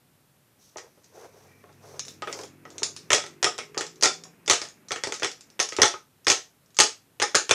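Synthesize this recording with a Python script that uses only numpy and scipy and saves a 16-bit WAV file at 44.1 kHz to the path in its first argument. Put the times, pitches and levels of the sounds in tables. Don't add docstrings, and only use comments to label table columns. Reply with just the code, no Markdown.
import sys
import numpy as np
from scipy import signal
from scipy.fft import rfft, irfft, next_fast_len
from scipy.io import wavfile
from scipy.ndimage import map_coordinates

SR = 44100
rng = np.random.default_rng(int(sys.argv[2]) if len(sys.argv) > 2 else 0)


def store_pcm(level_fs):
    pcm = np.round(np.clip(level_fs, -1, 1) * 32767).astype(np.int16)
    wavfile.write(sys.argv[1], SR, np.atleast_2d(pcm).T)


def makeup_ratio(level_db):
    decades = np.asarray(level_db, float) / 20
    return 10 ** decades


N = 332514


def unit(x):
    return x / np.sqrt(np.mean(x ** 2) + 1e-20)


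def along(points, hz):
    point_hz, value = np.transpose(points)
    return np.interp(np.log(hz + 1), np.log(point_hz + 1), value)


def wobble(rate):
    knots = rng.standard_normal(N // 100)
    return map_coordinates(knots, [np.arange(N) * rate / SR])


def noise(spectrum):
    white = rfft(rng.standard_normal(next_fast_len(N)))
    hz = np.linspace(0, SR / 2, len(white))
    return unit(irfft(white * makeup_ratio(along(spectrum, hz)))[:N])


def swell(start, length, rise, fall):
    t = np.arange(N) / SR - start
    ramp = np.minimum(t / rise, 1 + (length - t) / fall)
    return np.clip(ramp, 0, 1) ** 2


def preamplifier_hiss():
    # frequency_hz, relative_density_db
    hiss_spectrum = [(30, -17.5), (120, 7.5), (500, -4), (2000, -10.5), (6000, -15.5), (14500, -13.5),
                     (15200, -46)]
    return makeup_ratio(-64) * noise(hiss_spectrum)


def distant_hums():
    # start_s, length_s, first_hz, last_hz, level_db
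    hums = [(-0.99, 1.42, 136, 141, -68), (0.73, 2.4, 96, 99.5, -61), (1.1, 3.4, 134, 169, -59.5)]
    rise_s, fall_s = 0.68, 0.32
    t = np.arange(N) / SR
    total = 0
    for s, length, first_hz, last_hz, db in hums:
        hz = np.interp(t, [s, s + length], [first_hz, last_hz])
        phase = 2 * np.pi * np.cumsum(hz) / SR + .8 * wobble(9)
        tone = makeup_ratio(db + 2.5 * wobble(7)) * np.sin(phase)
        total = total + swell(s, length, rise_s, fall_s) * tone
    return total


def traffic_wash():
    # time_s, level_db
    wash_level = [(0, -89), (1.5, -62), (2.5, -60), (3.5, -58.5), (5.5, -63.5), (6.2, -80), (7.54, -69.5)]
    # frequency_hz, relative_density_db
    traffic_spectrum = [(30, -28.5), (70, -18), (150, 0.5), (380, -2.5), (700, -13.5), (1900, -13.5),
                        (2600, -14), (4000, -43.5)]
    level_db = np.interp(np.arange(N) / SR, *np.transpose(wash_level))
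    return makeup_ratio(level_db + 0.89 * wobble(12)) * noise(traffic_spectrum)


def rubbing():
    # start_s, length_s, drag_db, swish_db
    strokes = [(0.563, 0.12, -75, -60.5), (0.684, 1.6, -72, -71.5), (0.792, 0.043, -51, -77),
               (1.104, .15, -48.5, -61), (1.28, 0.19, -59.5, -69), (1.792, .18, -50, -59.5),
               (2.017, .1, -61, -53.5), (2.238, 0.2, -43.5, -52.5), (2.639, 0.24, -52.5, -64),
               (2.9, 0.17, -71, -67.5)]
    # frequency_hz, relative_density_db
    drag_spectrum = [(150, -57), (300, -12), (420, 5), (600, -2), (900, -7.5), (1500, -14), (2200, -19.5),
                     (3500, -31.5), (7000, -85)]
    # frequency_hz, relative_density_db
    swish_spectrum = [(1500, -38.5), (3500, -8.5), (5000, -5.5), (6000, 1), (7200, -9.5), (14000, -17.5)]
    rise_s, fall_s = 0.059, 0.086
    press = sum(makeup_ratio([[drag_db], [swish_db]]) * swell(s, length, rise_s, fall_s)
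                for s, length, drag_db, swish_db in strokes)
    drag = unit(makeup_ratio(2.5 * wobble(90)) * noise(drag_spectrum))
    swish = unit(makeup_ratio(1.5 * wobble(150)) * noise(swish_spectrum))
    return press[0] * drag + press[1] * swish


def contacts():
    # time_s, clack_db, hardness_db (tick over clack)
    steps = [(0.7824, -18, -1.5), (2.2213, -7.5, -11), (2.2736, -6.5, -16.5), (2.3271, -15.5, 7),
             (2.3895, -27, 8.5), (2.4344, -21, 2), (2.6524, -18.5, -13.5), (2.7033, -33, 7.5),
             (3.104, 4.5, -5), (3.1176, 1, 0), (3.1309, 8, 1), (3.1463, -7.5, 5), (3.1807, -6, -4.5),
             (3.2386, -13.5, -9), (3.2638, -20.5, 2), (3.4278, -1.5, 4), (3.434, -9.5, 1.5),
             (3.4436, 4, 2.5), (3.4633, -1.5, -29.5), (3.5867, -7, -2), (3.7453, -18, -10.5),
             (3.7773, -7.5, 7), (3.8089, -4.5, -2), (4.0251, -1, 5.5), (4.034, -6, 16), (4.0406, 5, -22),
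             (4.0482, -9, 10), (4.0565, 5, 1), (4.4782, -2.5, 0), (4.4985, 4.5, 5.5), (4.51, 4, 3.5),
             (4.5334, -3, 4), (4.6163, -11, 4), (4.6516, -20, -1), (4.9073, -6, -8), (4.9183, -4, 0.5),
             (4.96, -8.5, -8), (5.0365, -4, 2), (5.1227, -7.5, 2), (5.1974, -20, 5.5), (5.222, -5, -13.5),
             (5.2316, -1.5, -1.5), (5.2458, -1.5, -0.5), (5.593, -6.5, -1.5), (5.5998, 1, 4.5),
             (5.7225, -10.5, -6.5), (5.7978, -3.5, -12.5), (5.8179, 7.5, 6), (5.8315, 10.5, -5),
             (5.8575, -8.5, 6), (5.9383, -10, -29.5), (6.2684, 4.5, -1.5), (6.2812, 0.5, 7.5),
             (6.3005, 5, 5), (6.316, -0.5, 1), (6.7882, 6, 3.5), (6.801, 9, 3), (6.8165, 1, 0.5),
             (6.8346, -6.5, 9), (7.1995, -4, -3.5), (7.2181, 2.5, -5), (7.2239, 2, 2.5), (7.3463, 4, -11),
             (7.3516, 6.5, 3), (7.4932, -1, -2), (7.51, 10.5, -2)]
    # time_s, tick_db
    touches = [(0.7708, -15.5), (1.0354, -41), (1.043, -30.5), (1.06, -39), (1.727, -38.5), (1.994, -4.5),
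               (2.051, -20), (2.082, -15), (2.45, -31), (2.7816, -10.5), (2.8317, 4), (2.9641, -13.5),
               (2.972, -20.5), (3.5802, -11), (3.958, -30), (4.0109, -11.5), (4.2373, -17), (4.4615, -18.5),
               (4.8846, -17.5), (4.687, -20), (5.141, -9.5), (5.3152, -15.5), (5.4086, -22),
               (5.5015, -29.5), (5.6891, -8.5), (5.7656, -5.5), (6.2465, -24.5), (6.66, -40),
               (6.705, -39.5), (6.7454, -29), (6.768, -11.5)]
    # time_s, knock_db
    bumps = [(0.7588, -13), (.976, -34.5), (1.6388, -22), (1.6918, -25), (2.39, -11), (2.8196, -9.5),
             (3.7709, -3), (4.2528, -25.5), (5.071, -2), (5.7862, 6)]
    table_db, table_per_hard = -3, 0.033
    touch_clack_db, bump_clack_db, bump_hard_db = -13.5, -10.5, -14
    rattle_gap_s, rattle_db, rattle_spread_db, rattle_fade_db_per_s = .016, -15, 7.5, 140.5
    rows = [(s, hard, db + hard, db, db + table_db - table_per_hard * hard) for s, db, hard in steps]
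    rows += [(s, 0, db, db + touch_clack_db, None) for s, db in touches]
    rows += [(s, bump_hard_db, None, db + bump_clack_db, db) for s, db in bumps]
    delays_s = rattle_gap_s * rng.exponential(size=(len(steps), 2)).cumsum(axis=1)
    sizes = rng.standard_normal((len(steps), 2))
    for (s, db, hard), step_delays, step_sizes in zip(steps, delays_s, sizes):
        for delay, size in zip(step_delays, step_sizes):
            fade_db = rattle_fade_db_per_s * delay
            tick_db = db + hard + rattle_db - fade_db + rattle_spread_db * size
            rows.append((s + delay, 0, tick_db, None, None))
    return rows


def ring(modes, tilt_db=0):
    hz, db, t60 = np.transpose(modes)[:, :, None]
    t = np.arange(4096) / SR
    luck = rng.standard_normal((2, len(modes), 1))
    db = db + 2.8 * luck[0] + tilt_db * np.log2(hz / hz[0])
    hz = hz * (1 + .03 * luck[1])
    sign = (-1) ** np.arange(len(modes))[:, None]
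    tones = makeup_ratio(db - 60 * t / t60) * np.sin(2 * np.pi * hz * t) * sign
    chatter = makeup_ratio(-60 * t[:1024] / 0.0082) + makeup_ratio(-9.5 - 60 * t[:1024] / 0.067)
    push = rng.standard_normal((len(modes), 1024)) * chatter
    push[:, 0] = makeup_ratio(16.5)
    near = signal.fftconvolve(tones, push, axes=1)[:, :len(t)].sum(axis=0)
    both = np.array([near, tones.sum(axis=0)])
    return both / np.linalg.norm(both, axis=1, keepdims=True)


def room_tail():
    # frequency_hz, t60_s
    decay_times = [(150, .28), (400, .21), (1000, .21), (3000, .235), (6000, .235), (12000, .21)]
    hz, t, z = signal.stft(rng.standard_normal(SR // 2), SR, nperseg=256)
    decay = makeup_ratio(-60 * t / along(decay_times, hz)[:, None])
    tail = signal.istft(z * decay, SR, nperseg=256)[1]
    build_up_s = 0.00091
    tail = tail * (1 - np.exp(-np.arange(len(tail)) / SR / build_up_s))
    return tail / np.linalg.norm(tail)


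def toy():
    # nominal_hz, relative_level_db, t60_s
    tick_modes = [(3900, -5, .003), (4700, -3, .0035), (5400, -1, .0045), (6100, 0, .004), (6800, -1, .004),
                  (7700, -6, .003), (8800, -10, .0025), (10300, -15, .002)]
    # nominal_hz, relative_level_db, t60_s
    clack_modes = [(1268, -10, 0.044), (1410, -2.5, 0.007), (1867, -5.5, 0.019), (2212, 0, 0.0065),
                   (2950, 2.5, 0.0033), (3407, -4.5, 0.016)]
    # nominal_hz, relative_level_db, t60_s
    knock_modes = [(354.6, 6, 0.036), (429, 22, 0.015), (547, -0.5, 0.051), (584, 5.5, 0.048),
                   (735, -1, 0.15), (839, 5.5, 0.072), (1093, 5.5, 0.052)]
    # nominal_hz, relative_level_db, t60_s
    thud_modes = [(102, -3, 0.053), (141, -10, 0.031), (219, 0, 0.012)]
    wet_db, thud_db = -1, -15
    dull_per_soft = 0.55
    out, thuds = np.zeros((2, N + 2 * SR))
    tails = [room_tail() for _ in range(12)]
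    for k, (s, hard, *levels) in enumerate(contacts()):
        tilts = (0, dull_per_soft * min(hard, 0), 0)
        parts = zip(levels, (tick_modes, clack_modes, knock_modes), tilts)
        near, plain = sum(makeup_ratio(db) * ring(modes, tilt_db) for db, modes, tilt_db in parts if db is not None)
        wet = makeup_ratio(wet_db) * signal.fftconvolve(plain, tails[k % len(tails)])
        at = round(s * SR)
        out[at:at + len(near)] += near
        out[at:at + len(wet)] += wet
        knock_db = levels[-1]
        if knock_db is not None:
            thuds[at:at + len(near)] += makeup_ratio(knock_db + thud_db) * ring(thud_modes)[0]
    small_band = signal.butter(4, [320, 10500], "band", fs=SR, output="sos")
    thud_band = signal.butter(2, [85, 300], "band", fs=SR, output="sos")
    return signal.sosfilt(small_band, out[:N]) + signal.sosfilt(thud_band, thuds[:N])


def thin_scrape():
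    # frequency_hz, relative_density_db
    scrape_spectrum = [(1500, -52), (1900, -7), (2150, -27), (2320, -4), (2500, -20), (3200, -45)]
    envelope = swell(1.46, 0.15, .03, .07)
    return envelope * makeup_ratio(-67 + 2.5 * wobble(30)) * noise(scrape_spectrum)


def distant_engine():
    # multiple, relative_level_db
    orders = [(5, -6.5), (6, -3), (7, 1.5), (8, -2.5), (9, -7.5)]
    start_s, length_s, rise_s, fall_s = 1.75, 2.53, .4, 0.069
    start_hz, gain_hz_per_s = 35.9, 8.2
    t = np.arange(N) / SR
    turn = 2 * np.pi * np.cumsum(start_hz + gain_hz_per_s * (t - start_s)) / SR
    engine = sum(makeup_ratio(db + 3 * wobble(5)) * np.sin(k * turn + .45 * wobble(8)) for k, db in orders)
    return makeup_ratio(-60) * swell(start_s, length_s, rise_s, fall_s) * engine


def scene():
    outside = distant_hums() + traffic_wash() + distant_engine()
    return (outside + rubbing() + toy() + thin_scrape())[None]


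def top_cut(x):
    return signal.sosfilt(signal.butter(12, 15000, fs=SR, output="sos"), x)


def record(dry):
    noisy = dry + preamplifier_hiss()
    mix = noisy / (1 + np.abs(noisy) ** 8) ** (1 / 8)
    return top_cut(mix)


dry = scene()
out = record(dry)
store_pcm(out)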